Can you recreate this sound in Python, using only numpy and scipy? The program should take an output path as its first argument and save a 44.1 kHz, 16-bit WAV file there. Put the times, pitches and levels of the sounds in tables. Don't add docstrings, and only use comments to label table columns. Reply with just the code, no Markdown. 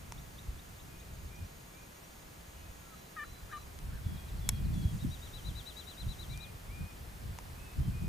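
import sys
import numpy as np
from scipy import signal
from scipy.fft import rfft, irfft, next_fast_len
from scipy.io import wavfile
from scipy.ndimage import uniform_filter1d

SR = 44100
rng = np.random.default_rng(int(sys.argv[2]) if len(sys.argv) > 2 else 0)


def file_out(sig):
    cols = np.atleast_2d(sig).T
    lim = np.clip(cols, -1, 1)
    pcm = np.round(lim * 32767).astype(np.int16)
    wavfile.write(sys.argv[1], SR, pcm)


N = 356328
TIME_S = np.arange(N) / SR

# (frequency [Hz], relative density [dB])
AIR_SPECTRUM = [(120, -25), (200, -6.5), (397, -7), (602, -7.5), (659, -7), (721, -8), (1950, -13),
                (2460, -15), (3120, -17), (6080, -21), (6420, -20.5), (7020, -21.5), (15000, -23)]
RUMBLE_SPECTRUM = [(8, -36), (20, -10.5), (45, 0), (80, -0.5), (100, -6.5), (130, -7.5), (250, -73)]
BREEZE_SPECTRUM = [(50, -8), (85, -9), (110, -5), (170, -2.5), (220, -12), (350, -22), (600, -53)]
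GUST_SPECTRUM = [(50, -23), (85, -6), (110, 3), (150, 2), (200, -4.5), (260, -15.5), (330, -17), (450, -39),
                 (800, -46), (2000, -80)]
GEAR_SPECTRUM = [(1000, 0), (3000, 3.5), (5300, 2.5), (5750, 7), (6100, 3), (8000, 1.5), (8400, 4),
                 (9000, 1.5), (15000, -2.5)]
TICK_SPECTRUM = [(500, 0), (2000, 2), (4200, -4.5), (6000, 4), (8000, -5), (10300, -3), (11500, -9),
                 (14000, -19)]
# (frequency [Hz], correlation [-1..1])
AIR_CORRELATION = [(200, 0.78), (350, 0.27), (550, -.25), (1000, -0.24), (2000, -0.073), (4000, 0.45),
                   (8000, 0.85), (11000, 0.82), (14000, 1)]
BREEZE_CORRELATION = [(80, 1), (170, 1), (300, 0.3)]
WIND_CORRELATION = [(20, .93), (45, 0.95), (85, 0.81), (125, 0.72), (180, 0.19), (400, 0.051)]
# (time [s], level [dB])
AIR_LEVELS = [(0, -54), (2.2, -54.5), (3.7, -54), (4.2, -53), (6.5, -53.5), (8.08, -53)]
# (time [s], relative flutter [dB], relative rumble [dB])
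BREEZE_LEVELS = [(0, -54, -54), (1.3, -55.5, -54.5), (1.9, -58.5, -63.5), (2.65, -59.5, -54.5),
                 (3.05, -57.5, -62.5), (3.7, -58.5, -52), (4.35, -48.5, -43.5), (4.9, -46, -46),
                 (5.25, -58.5, -49), (5.8, -59, -56), (6.25, -51.5, -48.5), (6.65, -57, -52),
                 (7.6, -57.5, -51), (8.08, -51, -46)]
# (peak time [s], length [s], relative flutter [dB], relative rumble [dB])
GUSTS = [(.175, .06, -50, -51.5), (0.517, 0.12, -59, -49), (1.106, .07, -63, -47.5),
         (1.25, .07, -62, -46.5), (1.417, .06, -51, -49), (3.31, .05, -60, -49.5), (3.45, .05, -57, -51),
         (3.89, .15, -48.5, -42.5), (4.077, 0.054, -41.5, -44), (4.14, .06, -42, -45),
         (4.515, 0.099, -41.5, -40.5), (4.665, .14, -37, -35.5), (4.77, 0.069, -34.5, -40),
         (4.853, 0.062, -34, -42), (4.95, .05, -35.5, -39), (5.06, .07, -35, -37.5), (5.49, .08, -44, -41),
         (5.58, .06, -54, -45.5), (6.067, 0.081, -44.5, -38.5), (6.33, .1, -46.5, -44),
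         (6.55, .05, -54, -53), (6.71, .08, -53.5, -45.5), (6.82, .06, -41.5, -41), (7.28, .09, -47, -42.5),
         (7.805, 0.055, -36, -32.5), (7.883, .06, -35, -40), (7.94, 0.067, -41.5, -37.5),
         (8.055, .08, -36.5, -40)]
# (time [s], peak [dB], frequency [Hz], half length [s])
BUFFETS = [(.495, -31, 58.6, 0.014), (1.43, -36.5, 90, 0.021), (4.068, -27.5, 84.6, 0.0088),
           (4.859, -19, 78.5, .006), (5.05, -24.5, 199, 0.0029), (6.073, -30, 100, 0.0086)]

# (start [s], end [s], whine [dB], gear hiss [dB])
ZOOM_RUNS = [(0, 3.79, -70, -82.5), (4.74, 6.375, -71, -62.5)]
# (time [s], tick gain [dB], knock gain [dB])
CLICKS = [(0.122, -31.5, -40.5), (3.7888, -37.5, -69), (4.741, -40, -59), (6.375, -37, -68),
          (7.3874, -35.5, -41.5)]
# (frequency [Hz], relative level [dB], t60 [s])
SHELL_MODES = [(957, 4, .017), (2060, 0.5, 0.0072), (3450, -5.5, .006)]
# (frequency [Hz], relative level [dB], t60 [s], left-right [dB])
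SNAP_MODES = [(960, -8.5, 0.013, 4), (1450, -14, 0.012, 10), (2240, -12.5, 0.016, 14.5),
              (3490, -2, 0.011, 2), (4130, -9.5, 0.016, 0), (5500, -1.5, 0.014, 7), (6880, 10.5, 0.0039, 3),
              (7800, 2.5, 0.012, 0), (9520, 7, 0.0071, -5), (11070, 9.5, 0.0031, 8),
              (13100, -2, 0.0093, -3)]

# (time offset [s], pitch [ratio], relative level [dB])
PIP_SHAPE = [(-.016, 0.96, -14), (0, 1, 7), (.018, 1, 0)]
CHIP_SHAPE = [(-.012, .82, -11), (-.005, .93, -2), (.002, 1.005, 1), (.007, 1.04, -3), (.011, 1.05, -12)]
SLUR_SHAPE = [(-.015, 1.1, -11), (-.006, 1.05, -0.5), (.003, .98, -1.5), (.012, .93, -2), (.02, .89, -16)]
TRILL_SHAPE = [(-.04, .895, -24), (-.026, .94, -5), (-.012, .98, -4.3), (0, 1, -5), (.007, .975, -4.5),
               (.013, .91, -7.5), (.021, .83, -13), (.034, .765, -16), (.042, .76, -26)]
# (start [s], length [s], held pitch [Hz], onset pitch [ratio], level [dB], left-right [dB])
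WHISTLES = [(.88, .17, 2467, .99, -67.5, 3), (1.3, 0.16, 2450, 0.95, -65, 0),
            (1.724, 0.13, 2445, 0.91, -65, -1), (2.532, .11, 2900, .99, -70.5, 7),
            (2.6, 0.12, 2510, 1.02, -69, 3), (2.867, .24, 3985, .955, -71.5, 0),
            (3.226, .19, 4000, 1, -65.5, 0), (3.497, 0.14, 3980, .96, -64, 1),
            (4.029, 0.25, 3290, 1.07, -68.5, 12), (4.14, .16, 2450, 1.01, -69, 2),
            (4.406, 0.21, 3280, 1.08, -66.5, 17), (4.496, 0.23, 2445, 1.01, -67, 2),
            (4.725, 0.21, 3295, 1.08, -66.5, 19), (6.292, .22, 2454, 0.85, -59.5, 4),
            (6.681, .26, 2455, 0.82, -60, 5), (7.549, 0.22, 2580, 0.92, -64.5, 2),
            (7.8, .1, 3100, 1.03, -68, 0), (7.92, 0.26, 2500, 0.94, -62.5, 2)]

# (time [s], pitch [Hz], level [dB], throat resonance [Hz], roughness [0 clean, 1 hoarse])
YELPS = [
    [(3.158, 732, -66, 1600, .7), (3.167, 622, -43, 1490, 0.5), (3.178, 628, -43.5, 1510, .06),
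     (3.198, 590, -41.5, 1570, .02), (3.208, 581, -42.5, 1550, .02), (3.223, 602, -43, 1530, 0.05),
     (3.238, 584, -43.5, 1520, 0.1), (3.244, 676, -49, 1450, .2), (3.254, 800, -60, 1550, .3)],
    [(3.492, 657, -58, 1350, .1), (3.508, 690, -58, 1550, 0.83), (3.516, 785, -47, 1650, 0.8),
     (3.523, 632, -45, 1620, 1.02), (3.532, 594, -41, 1440, .3), (3.545, 599.5, -43, 1370, 0.07),
     (3.565, 595, -44.5, 1220, 0), (3.578, 576, -46.5, 1190, .03), (3.588, 675, -57, 1300, 0.1)],
]
MURMURS = [
    [(2.82, 680, -69, 1330, 0.37), (2.91, 664, -63, 1320, .15), (2.95, 620, -55, 1280, .2)],
    [(3.9, 660, -61, 1400, 0.69), (3.96, 800, -56, 1650, 0.99), (4.0, 706, -57, 1450, 0.83)],
]
# (frequency [Hz], width [Hz], level against the throat [dB])
WINDPIPE_MODES = [(2310, 160, -18.5), (2980, 160, -21.5), (3620, 400, -26.5)]


def gain_of(db):
    return 10 ** (np.asarray(db) / 20)


def unit_rms(x):
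    return x / np.sqrt(np.mean(x ** 2) + 1e-20)


def at_hz(points, hz):
    points_hz, values = np.transpose(points)
    return np.interp(np.log(hz + 1), np.log(points_hz + 1), values)


def at_time(rows, t):
    times_s, *columns = np.transpose(rows)
    return [np.interp(t, times_s, column) for column in columns]


def add(mix, start_s, sound, pan_db=0):
    part = mix[:, max(round(start_s * SR), 0):][:, :sound.shape[-1]]
    part += sound[..., :part.shape[1]] * gain_of([[pan_db / 2], [-pan_db / 2]])


def wander(size, cutoff_hz):
    length = next_fast_len(size + SR // 4)
    lowpass = np.exp(-(np.fft.rfftfreq(length, 1 / SR) / cutoff_hz) ** 2)
    return unit_rms(irfft(rfft(rng.standard_normal(length)) * lowpass, length))[:size]


def noise(spectrum, correlation, size=N):
    length = next_fast_len(size)
    hz = np.fft.rfftfreq(length, 1 / SR)
    mid, side = rfft(rng.standard_normal((2, length)))
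    likeness = np.clip(at_hz(correlation, hz), -1, 1)
    mid, side = mid * np.sqrt(1 + likeness), side * np.sqrt(1 - likeness)
    coloured = np.array([mid + side, mid - side]) * gain_of(at_hz(spectrum, hz))
    return unit_rms(irfft(coloured, length))[:, :size]


def ring(modes):
    t = np.arange(SR // 20) / SR
    return sum((-1) ** k * gain_of(db - 60 * t / t60_s) * np.sin(2 * np.pi * hz * t)
               for k, (hz, db, t60_s) in enumerate(modes))


def tone(hz, db, waver=0.0041, flutter_db=1.5):
    cycles = np.cumsum(hz * (1 + waver * wander(len(hz), 70))) / SR
    envelope = gain_of(db + flutter_db * wander(len(hz), 40)) * signal.windows.tukey(len(hz), .1)
    return np.sqrt(2) * envelope * np.sin(2 * np.pi * cycles)


def note_run(notes, shape, pan_db):
    out = np.zeros((2, N))
    t = np.arange(shape[0][0], shape[-1][0], 1 / SR)
    bend, swell_db = at_time(shape, t)
    for time_s, hz, db in notes:
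        add(out, time_s + t[0], tone(hz * bend, db + swell_db), pan_db)
    return out


def field_scatter(direct, echo_db, t60_s):
    t = np.arange(SR // 2) / SR
    tail = rng.standard_normal((2, len(t))) * gain_of(-60 * t / t60_s) * (t > .006)
    tail /= np.linalg.norm(tail[0])
    return direct + gain_of(echo_db) * signal.fftconvolve(direct, tail, axes=1)[:, :N]


def air():
    return noise(AIR_SPECTRUM, AIR_CORRELATION) * gain_of(at_time(AIR_LEVELS, TIME_S)[0])


def wind_levels(puff_db=2, puff_hz=11.5, steepness=2.6):
    flutter_db, rumble_db = at_time(BREEZE_LEVELS, TIME_S)
    puffs_db = puff_db * wander(N, puff_hz)
    power = gain_of([flutter_db + puffs_db / 2, rumble_db + puffs_db]) ** 2
    for peak_s, length_s, flutter_db, rumble_db in GUSTS:
        from_peak = np.minimum(abs(2 * (TIME_S - peak_s) / length_s), 10)
        power += gain_of([[flutter_db], [rumble_db]]) ** 2 * np.exp(-from_peak ** steepness)
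    return 10 * np.log10(power)


def wind(calm_db=-56, gust_db=-43):
    flutter_db, rumble_db = wind_levels()
    force = np.clip((flutter_db - calm_db) / (gust_db - calm_db), 0, 1)
    flutter = np.sqrt(1 - force) * noise(BREEZE_SPECTRUM, BREEZE_CORRELATION)
    flutter += np.sqrt(force) * noise(GUST_SPECTRUM, WIND_CORRELATION)
    rumble = noise(RUMBLE_SPECTRUM, WIND_CORRELATION)
    out = np.zeros((2, N))
    for eddies, db in (flutter, flutter_db - 0.7), (rumble, rumble_db + 1.12):
        local_rms = np.sqrt(uniform_filter1d((eddies ** 2).mean(0), size=4000))
        out += gain_of(db) * eddies / local_rms
    t = np.arange(-SR // 10, SR // 10) / SR
    for time_s, db, hz, half_s in BUFFETS:
        thump = np.exp(-(t / half_s) ** 2) * np.cos(2 * np.pi * hz * t)
        add(out, time_s + t[0], gain_of(db) * thump)
    return out


def zoom_motor(whine_hz=6636, waver=0.00368, flutter=0.39, port_lag_rad=1.0):
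    out = np.zeros((2, N))
    phase = 2 * np.pi * np.cumsum(whine_hz * (1 + waver * wander(N, 158))) / SR
    whine = unit_rms(np.sin([phase, phase - port_lag_rad]) * (1 + flutter * wander(N, 30)))
    gears = noise(GEAR_SPECTRUM, correlation=[(1000, 1.0)])
    for start_s, end_s, whine_db, gear_db in ZOOM_RUNS:
        running = uniform_filter1d(1. * ((TIME_S > start_s) & (TIME_S < end_s)), size=600)
        out += running * (gain_of(whine_db) * whine + gain_of(gear_db) * gears)
    return out


def zoom_pips(rate_per_s=3, hz=5760, db=-74, spread_db=2):
    draws = rng.random((round(rate_per_s * N / SR), 2)) * [N / SR, 1]
    notes = [(time_s, hz, db + spread_db * (2 * strength - 1)) for time_s, strength in draws
             if any(start_s < time_s < end_s for start_s, end_s, _, _ in ZOOM_RUNS)]
    return note_run(notes, PIP_SHAPE, pan_db=-1)


def control_clicks(tick_t60_s=.0135):
    out = np.zeros((2, N))
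    knock = ring(SHELL_MODES)
    t = np.arange(len(knock)) / SR
    for time_s, tick_db, knock_db in CLICKS:
        tick = gain_of(tick_db - 60 * t / tick_t60_s) * noise(TICK_SPECTRUM, AIR_CORRELATION, len(t)) / 2
        add(out, time_s, gain_of(knock_db) * knock + tick)
    return out


def snap(time_s=4.4903, gain_db=-21.5, splinter_db=-6.5, splinter_t60_s=0.025, rise_s=0.00044):
    out = np.zeros((2, N))
    crack = np.array([ring([(hz, db + side * pan_db / 2, t60_s) for hz, db, t60_s, pan_db in SNAP_MODES])
                      for side in (1, -1)])
    t = np.arange(crack.shape[1]) / SR
    splinters = noise(TICK_SPECTRUM, correlation=[(1000, 0.36)], size=len(t))
    splinters *= gain_of(splinter_db - 60 * t / splinter_t60_s)
    attack = 1 - np.exp(-t / rise_s)
    add(out, time_s, gain_of(gain_db) * (crack + splinters) * attack)
    return out


def whistles(fade_db=8, quaver=0.0076, rise_s=0.0302, sink_s=0.059):
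    out = np.zeros((2, N))
    for start_s, length_s, held_hz, onset_ratio, db, pan_db in WHISTLES:
        t = np.arange(0, length_s, 1 / SR)
        slide_s = rise_s if onset_ratio < 1 else sink_s
        hz = held_hz * (1 + (onset_ratio - 1) * np.exp(-t / slide_s))
        envelope_db = db - fade_db * (2 * t / length_s - 1) ** 4
        waver = quaver if held_hz < 2700 else quaver / 2
        add(out, start_s, tone(hz, envelope_db, waver), pan_db)
    return out


def trill(count=14, opening_count=4, start_s=5.028, opening_gap_s=.1125, gap_s=.1061, fade_db_per_s=2.2):
    k = np.arange(count)
    opening = np.minimum(k, opening_count)
    effort = opening / opening_count
    held_s = (k - opening) * gap_s
    times_s = start_s + opening * opening_gap_s + held_s
    hz = np.interp(effort, [0, 1], [3930, 4060])
    db = np.interp(effort, [0, 1], [-57.5, -48.8]) - fade_db_per_s * held_s
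    return note_run(zip(times_s, hz, db), TRILL_SHAPE, pan_db=13)


def paced(start_s, gap_s, hz, db, step_db, count):
    return [(start_s + k * gap_s, hz, db + k * step_db) for k in range(count)]


def songbirds():
    chips = paced(start_s=.184, gap_s=.2055, hz=3720, db=-58, step_db=-0.9, count=5)
    slurs = paced(start_s=4.175, gap_s=.118, hz=3700, db=-62, step_db=2, count=2)
    slurs += paced(start_s=4.39, gap_s=.0885, hz=4220, db=-62.5, step_db=0.2, count=6)
    return (trill() + note_run(chips, CHIP_SHAPE, pan_db=-4)
            + note_run(slurs, SLUR_SHAPE, pan_db=0) + whistles())


def turkey_note(rows, throat_width_hz=620, jitter=0.056, rasp=0.42, rasp_hz=1660):
    t = np.arange(rows[0][0], rows[-1][0], 1 / SR)
    hz, db, throat_hz, rough = at_time(rows, t)
    rough = np.clip(rough, 0, 1)
    cycles = np.cumsum(hz * (1 + jitter * rough * wander(len(t), 480))) / SR
    k = np.arange(2, 8)[:, None]
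    throat = 1 / (1 + (2 * (k * hz - throat_hz) / throat_width_hz) ** 2) ** 1.53
    windpipe = sum(gain_of(mode_db) / (1 + (2 * (k * hz - mode_hz) / width_hz) ** 2)
                   for mode_hz, width_hz, mode_db in WINDPIPE_MODES)
    amplitudes = throat / np.linalg.norm(throat, axis=0) + windpipe
    voice = np.sqrt(2) * (amplitudes * np.cos(2 * np.pi * k * cycles)).sum(0)
    rattle = unit_rms(wander(len(t), 200) * np.cos(2 * np.pi * rasp_hz * t))
    sound = np.sqrt(1 - rough) * voice + rasp * np.sqrt(rough) * rattle
    return gain_of(db) * sound * signal.windows.tukey(len(t), .05)


def turkey():
    out = np.zeros((2, N))
    for rows in YELPS + MURMURS:
        add(out, rows[0][0], turkey_note(rows), pan_db=3.5)
    return out


def scene():
    camera = zoom_motor() + zoom_pips() + control_clicks()
    yelps = field_scatter(turkey(), echo_db=-17.5, t60_s=0.47)
    songs = songbirds()
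    return air() + wind() + camera + snap() + field_scatter(songs, echo_db=-14.5, t60_s=0.43) + yelps


def record(dry, cutoff_hz=15350):
    lowpass = signal.firwin(511, cutoff_hz, window=("kaiser", 9), fs=SR)
    return signal.oaconvolve(dry, lowpass[None], "same")


dry = scene()
out = record(dry)
file_out(out)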